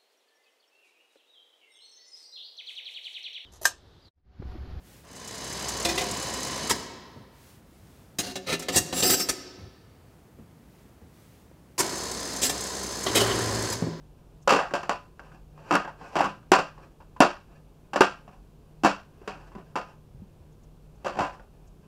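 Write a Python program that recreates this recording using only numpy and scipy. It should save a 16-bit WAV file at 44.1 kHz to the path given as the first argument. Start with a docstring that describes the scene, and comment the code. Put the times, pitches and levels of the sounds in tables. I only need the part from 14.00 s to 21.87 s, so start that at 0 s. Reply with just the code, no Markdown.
"""Camping table on a tiled floor.

A small bare room, one microphone close by. The slatted top of a folding aluminium table is dropped on
its tube frame, shoved about and snapped into four plastic clips; then the table is lifted, turned over
and set back on its feet. Each knock rings the slats and tubes. Hands rub on the top, cloth swishes,
and a low hum fills the room."""
import sys
import numpy as np
from scipy import signal
from scipy.fft import rfft, irfft, next_fast_len
from scipy.io import wavfile

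SR = 44100
rng = np.random.default_rng(int(sys.argv[2]) if len(sys.argv) > 2 else 0)


def store_pcm(level_fs):
    """Save levels as 16-bit WAV."""
    pcm = np.round(np.clip(level_fs, -1, 1) * 32767).astype(np.int16)
    wavfile.write(sys.argv[1], SR, np.atleast_2d(pcm).T)


N = 347067
RING_T = np.arange(int(.4 * SR)) / SR  # time axis of one ring, s
EDGES_HZ = np.geomspace(22, 17000, 34)  # bands about a third of an octave wide
CENTRES_HZ = np.sqrt(EDGES_HZ[1:] * EDGES_HZ[:-1])

# Clear modes of the top: f/Hz, level/dB, ring time t60/s, capped at longest_t60
TOP_MODES = [(169, -12, 0.22), (198.5, -8.5, 0.37), (288, -11, 0.075), (290.9, -4, .19), (356.4, -7, 0.23),
             (392, -5.5, 0.074), (525.6, -3, 0.19), (576, -5, 0.26), (700, -8, 0.23), (770, 0, 0.11),
             (878, -4, 0.11), (1009, -2, 0.29), (1112, -1, 0.14), (1238, -10, 0.28), (1464, -15, 0.15),
             (1582, -8.5, 0.38)]
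# Top landing on the frame, or feet on the tiles:
# t/s, level/dB, bass thump/dB, treble edge/dB, struck spot f/Hz, bounces, loss per bounce/dB
KNOCKS = [(0.475, -13, -11.5, 1.5, 550, 2, -1.5), (0.521, -13.5, 7, 0, 490, 3, 2.5),
          (0.589, -18.5, -8, -8.5, 1600, 3, 4.5), (0.7371, -20, -0.5, 0.5, 570, 1, 3.5),
          (0.8319, -31, -2, -1, 970, 0, 0), (0.8939, -16, -3.5, -2, 820, 1, 10),
          (1.7093, -16, 4.5, -4, 1240, 2, 0), (1.847, -31, 2, -14, 1660, 0, -3),
          (1.8765, -31.5, -13, -13, 890, 1, 4.5), (2.155, -18, 2.5, -4.5, 700, 2, 0),
          (2.242, -23, 3, -1.5, 1150, 1, 3.5), (2.532, -14, -8.5, -4, 1470, 1, 2),
          (2.587, -18.5, 0, -3.5, 1045, 0, 0), (3.933, -24.5, -1, -1.5, 797, 0, 0),
          (3.959, -17, -1, -1.5, 580, 0, -1.5), (4.835, -19.5, 1, 3.5, 290, 0, 0),
          (5.276, -26.5, 0.5, 0.5, 414, 0, -2.5), (5.756, -20.5, -2, -4.5, 1243, 2, 6.5),
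          (7.046, -28, 6.5, -2, 560, 1, -1), (7.066, -25, -1, -4.5, 546, 2, 4.5),
          (7.154, -37.5, 13, -6, 740, 1, -5.5), (7.189, -18, -3.5, -7.5, 780, 4, 2.3)]
# Light, dry taps of fingers and loose joints: t/s, level/dB, bass thump/dB, struck spot f/Hz
TAPS = [(0.709, -35.5, 11, 1595), (1.1944, -39, 3, 1560), (1.318, -50.5, 3, 1484), (1.577, -49.5, 3, 1070),
        (2.012, -43.5, 15, 880), (2.429, -54.5, 1.5, 1444), (2.778, -47.5, 15, 850), (3.003, -47.5, 1, 900),
        (3.164, -45.5, -0.5, 1000), (4.278, -44.5, 4, 720), (5.215, -48.5, 12.5, 423),
        (5.318, -40.5, -15, 2520), (5.354, -46, 13, 1400), (5.518, -47.5, -5, 1000), (5.551, -40, 18, 208),
        (5.583, -43.5, 9, 386), (7.397, -47.5, 9.5, 1460)]
# A slat snaps home on a tube: t/s, level/dB, bass thump/dB, treble edge/dB, frame thud f/Hz, thud/dB,
# slat knock f/Hz, knock/dB, plastic tick/dB, bounce gap/s, loss per bounce/dB
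SNAPS = [(1.7535, -11, -16, -8, 208, -26, 1403, -12, -21.5, 0.013, 15),
         (2.2062, -15, -6.5, -7, 330, -47.5, 808, -12, -36, .012, 10.5),
         (2.5176, -6.5, -4, 2, 377, -8.5, 790, -9.5, -20.5, .012, 10.5),
         (3.204, -6.5, 4, -1, 278, -8, 733, -3.5, -17.5, 0.0076, 3.5),
         (4.0075, -6.5, -2.5, -1, 381, -6.5, 900, -6.5, -19.5, .006, 7),
         (4.847, -10.5, 0, -1, 298, -11.5, 778, -8.5, -27.5, .009, 5)]


def from_db(db):
    """Decibels to gain."""
    return 10 ** (np.asarray(db) / 20)


def rms_one(x):
    """Scale to rms 1."""
    return x / np.sqrt(np.mean(x ** 2) + 1e-20)


def at_hz(points, hz):
    """Read a table on a log-frequency axis."""
    f, value = np.transpose(points)
    return np.interp(np.log(hz), np.log(f), value)


def coloured(x, spectrum):
    """Give a steady signal a spectrum; rms 1."""
    size = next_fast_len(N)
    hz = np.maximum(np.fft.rfftfreq(size, 1 / SR), 1)
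    return rms_one(irfft(rfft(x, size) * from_db(at_hz(spectrum, hz)), size)[:N])


def drift(per_s, size=N):
    """A random wander: straight lines between values of spread 1."""
    knots = rng.standard_normal(4096)
    return np.interp(np.arange(size) / SR * per_s, np.arange(len(knots)), knots)


def resonance(x, hz, width_hz):
    """One resonance with gain 1 at its peak."""
    r = np.exp(-np.pi * width_hz / SR)
    feedback = [1, -2 * r * np.cos(2 * np.pi * hz / SR), r * r]
    return signal.lfilter(np.array([1, 0, -1]) * (1 - r * r) / 2, feedback, x + 1e-18)


def room_tone(air_db=-53, hum_db=-59, hum_hz=152.7, wavers_per_s=10):
    """The room by itself: low rumble, faint hiss and a wavering hum."""
    # Still air of the room: f/Hz, relative density/dB
    air_spectrum = [(20, -8), (32, -2), (45, 8.5), (62, -5.5), (80, -4), (120, -4.5), (200, -9),
                    (290, -13.5), (400, -13), (600, -19.5), (1000, -25.5), (1900, -38.5), (2700, -35),
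                    (4000, -39), (15500, -45)]
    air = coloured(rng.standard_normal(N), air_spectrum)
    waver = 1 + .5 * (drift(wavers_per_s) + 1j * drift(wavers_per_s))
    hum = np.real(waver * np.exp(2j * np.pi * hum_hz * np.arange(N) / SR))
    return from_db(air_db) * air + from_db(hum_db) * rms_one(hum)


def rubbing_effort(resting_db=-72, rise_db_per_s=224.5, fall_db_per_s=169.5):
    """Each stroke swells, holds and dies away, over the faint rub of resting hands."""
    # Shoves of the top and strokes of the hands: t/s, hold/s, level/dB
    strokes = [(.61, 0.12, -41.5), (.8, 0.12, -42.5), (1.242, 0.1, -52), (1.599, .06, -50.5),
               (1.69, 0.083, -37), (2.05, .07, -44.5), (2.178, 0.066, -31), (2.8, 0.053, -53.5),
               (3.52, 0.02, -56.5), (4.31, 0.018, -57), (5.14, 0.13, -62.5), (5.45, 0.34, -63),
               (5.33, 0.14, -53.5), (5.88, 0.027, -54), (7.085, .02, -48), (7.21, 0.017, -39)]
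    t, gain = np.arange(N) / SR, from_db(resting_db)
    for s, hold_s, level_db in strokes:
        early, late = np.maximum(s - t, 0), np.maximum(t - s - hold_s, 0)
        gain = np.maximum(gain, from_db(level_db - rise_db_per_s * early - fall_db_per_s * late))
    return gain


def in_room(x, t60=0.45):
    """Reflections off tiles and bare walls smear a soft sound."""
    reflections = rng.standard_normal(len(RING_T)) * np.exp(-np.log(1000) * RING_T / t60)
    return signal.fftconvolve(x, reflections)[:N]


def sliding(rub_db=-2, uneven_db=9.0, slips_per_s=70, mode_width_hz=28):
    """Friction catches and slips, softly stirring the modes of the top."""
    # Friction on the slats: f/Hz, relative gain/dB
    rub_spectrum = [(200, -9.5), (500, 3.5), (1000, 2.5), (1600, -3), (2100, -12.5), (2750, -10),
                    (3700, -20), (6000, -18), (8000, -27.5), (12000, -38.5)]
    friction = in_room(rng.standard_normal(N) * from_db(uneven_db * drift(slips_per_s)))
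    stirred = sum(resonance(friction, hz, mode_width_hz) for hz, *_ in TOP_MODES)
    return from_db(rub_db) * rubbing_effort() * coloured(friction + stirred, rub_spectrum)


def frame(x, bend_hz=130):
    """The hollow tubes lend their clank; the light top radiates little below its lowest bending mode."""
    # Broad resonances of the tubes: f/Hz, width/Hz, level/dB
    tubes = [(1488, 14, -7.5), (1674, 59, -10), (1928, 12, -8), (2246, 53, -3.5), (2516, 83, 0.5),
             (2697, 130, 6), (2960, 60, -4.5), (3830, 70, -8), (4610, 320, -3), (5580, 140, -4.5),
             (5350, 82, -2), (7180, 220, 2.5), (8220, 300, -1.5)]
    x = signal.sosfilt(signal.butter(3, bend_hz, "high", fs=SR, output="sos"), x)
    return x + sum(from_db(level_db) * resonance(x, hz, width_hz) for hz, width_hz, level_db in tubes)


def cloth(swish_hz=6300, width_hz=2400, length_s=0.01):
    """Cloth gives short, thin swishes as the arms move."""
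    # Swishes: t/s, level/dB
    swishes = [(.43, -65), (2.09, -69), (6.53, -75), (6.64, -71), (6.96, -75), (7.679, -69)]
    t = np.arange(N) / SR
    hiss = resonance(resonance(rng.standard_normal(N), swish_hz, width_hz), swish_hz, width_hz)
    swells = sum(from_db(level_db) * np.exp(-((t - s) / length_s) ** 2) for s, level_db in swishes)
    return rms_one(hiss) * swells


def bouncing(s, level_db, colour, gap_s, loss_db, count, scatter=.14):
    """A contact and its unevenly spaced bounces; with a negative loss they grow louder."""
    order = np.arange(int(round(count)) + 1)
    late = scatter * rng.standard_normal(len(order)) * (order > 0)
    return [(s + gap_s * (i + late[i]), level_db - loss_db * i, *colour) for i in order]


def contacts(tap_edge_db=-7.5):
    """Every tap, knock, snap and bounce: t/s, level/dB, bass thump/dB, treble edge/dB, spot f/Hz."""
    rows = [(s, level_db, thump_db, tap_edge_db, spot_hz) for s, level_db, thump_db, spot_hz in TAPS]
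    for s, level_db, *colour, count, loss_db in KNOCKS:
        rows += bouncing(s, level_db, colour, gap_s=.0145, loss_db=loss_db, count=count)
    for s, level_db, thump_db, edge_db, thud_hz, *_, gap_s, loss_db in SNAPS:
        rows += bouncing(s, level_db, (thump_db, edge_db, thud_hz), gap_s, loss_db, count=2)
    return rows


def contact_colour(hz, thump_db, edge_db, spot_hz, spot_db=6.0, spot_octaves=0.079):
    """A heavy push adds bass, a hard edge adds treble, and the struck spot favours a few modes."""
    bass_db = thump_db / (1 + (hz / 430) ** 4)
    treble_db = edge_db / (1 + (2600 / hz) ** 2)
    spot = np.exp(-(np.log2(hz / spot_hz) / spot_octaves) ** 2)
    return from_db(bass_db + treble_db + spot_db * spot)


def clatter(colour, filters, body, shared=.65, crack_s=.0062, tail_db=-4.0, chatter_db=2.5):
    """One blow on the crowded modes: a short crack, then a tail in which loose slats chatter."""
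    # Crowded modes of slats and tubes: f/Hz, relative density/dB
    slat_spectrum = [(90, -27.5), (190, -10.5), (400, -5.5), (750, 3.5), (1100, 0.5), (1600, -3),
                     (2050, -20), (2700, -10.5), (3700, -21), (5200, -18.5), (8200, -31), (10500, -42),
                     (15000, -43.5)]
    # How long they hang on in the room: f/Hz, t60/s
    hang_times = [(200, 0.12), (500, 0.22), (1100, 0.27), (2100, 0.27), (2750, 0.29), (3700, 0.28),
                  (6000, 0.28), (14000, 0.085)]
    shares = from_db(at_hz(slat_spectrum, CENTRES_HZ)) * np.sqrt(np.diff(EDGES_HZ))
    gains = shares / np.linalg.norm(shares) * colour
    # every blow shares part of its fine ring with all the others
    noise = np.sqrt(shared) * body + np.sqrt(1 - shared) * rng.standard_normal(body.shape)
    noise *= from_db(chatter_db * drift(per_s=260, size=len(RING_T)))
    out = np.zeros(len(RING_T))
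    for k, (hz, t60) in enumerate(zip(CENTRES_HZ, at_hz(hang_times, CENTRES_HZ))):
        if hz > 70:
            quick = (hz / 1000) ** 0.083  # the crack is shorter and taller in the treble
            crack = np.sqrt(quick) * np.exp(-RING_T * quick / crack_s)
            tail = from_db(tail_db) * np.exp(-np.log(1000) * RING_T / t60)
            out += gains[k] * rms_one(signal.sosfilt(filters[k], noise[k % 2] * (crack + tail)))
    return out


def struck_table(clatter_db=-19.5, ring_db=-15.5, spread_db=5.0, onset_s=0.0043, longest_t60=.28):
    """Each contact rings the same body; the modes quickly lose their first strength, then fade."""
    filters = [signal.butter(2, band, "band", fs=SR, output="sos") for band in zip(EDGES_HZ, EDGES_HZ[1:])]
    hz, mode_db, t60 = np.transpose(TOP_MODES)
    t60 = np.minimum(t60, longest_t60)  # no mode rings longer than longest_t60
    fade = np.exp(-np.log(1000) * RING_T / t60[:, None]) + 0.65 * np.exp(-RING_T / onset_s)
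    rings = np.sin(2 * np.pi * hz[:, None] * RING_T) * fade
    body = rng.standard_normal((2, len(RING_T)))  # neighbouring bands get different noise
    out = np.zeros(N + len(RING_T))
    for s, level_db, *contact in contacts():
        strength = from_db(ring_db + mode_db + spread_db * rng.standard_normal(len(hz)))
        polarity = rng.choice([-1, 1], len(hz))
        clear = (strength * polarity * contact_colour(hz, *contact)) @ rings
        crowded = from_db(clatter_db) * clatter(contact_colour(CENTRES_HZ, *contact), filters, body)
        start = int(s * SR)
        out[start:start + len(RING_T)] += from_db(level_db) * (clear + crowded)
    return out[:N]


def thuds(tap_offset_db=2.5, knock_offset_db=-3, swell_cycles=0.99, hollow_db=-13, hollow_s=.024):
    """The damped first push of a contact swells and dies in a few cycles, leaving a short hollow ring."""
    # Dull bumps as the table is carried and set down: t/s, level/dB, f/Hz
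    bumps = [(5.549, -58, 174), (6.144, -40.5, 134.7), (6.196, -43.5, 89.6), (6.219, -38, 191.6),
             (6.401, -48, 74), (7.191, -36.5, 93), (7.199, -33, 160)]
    pushes = bumps + [(s, level_db + tap_offset_db, hz) for s, level_db, _, hz in TAPS]
    pushes += [(s, level_db + knock_offset_db, hz) for s, level_db, _, _, hz, *_ in KNOCKS]
    for s, _, _, _, thud_hz, thud_db, knock_hz, knock_db, *_ in SNAPS:
        pushes += [(s, thud_db, thud_hz), (s, knock_db, knock_hz)]
    out = np.zeros(N)
    for s, level_db, hz in pushes:
        start, age = int(s * SR), RING_T * hz / swell_cycles
        swell = age * np.exp(1 - age)
        hollow = from_db(hollow_db) * (1 - np.exp(-age)) * np.exp(-RING_T / hollow_s)
        tone = np.sin(2 * np.pi * hz * RING_T)
        out[start:start + len(tone)] += from_db(level_db) * tone * (swell + hollow)
    return out


def clip_ticks(tick_s=0.001, band_hz=(4200, 10500)):
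    """The catching edge of a plastic clip lets go within a millisecond or two: all treble."""
    out = np.zeros(N)
    for s, *_, tick_db, _, _ in SNAPS:
        start = int(s * SR)
        tick = rng.standard_normal(len(RING_T)) * np.exp(-RING_T / tick_s)
        out[start:start + len(tick)] += from_db(tick_db) * tick
    return signal.sosfilt(signal.butter(2, band_hz, "band", fs=SR, output="sos"), out + 1e-18)


def scene():
    """Table, cloth and room all reach one nearby microphone."""
    metal = frame(struck_table() + clip_ticks() + sliding())
    return (metal + thuds() + cloth() + room_tone())[None]


def record(dry, cutoff_hz=15550):
    """The hardest snaps just overload the recorder, and the highest treble is cut."""
    overloaded = dry / (1 + dry ** 6) ** (1 / 6)
    lowpass = signal.ellip(10, .1, 80, cutoff_hz, fs=SR, output="sos")
    return signal.sosfilt(lowpass, overloaded)


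dry = scene()
out = record(dry)
store_pcm(out)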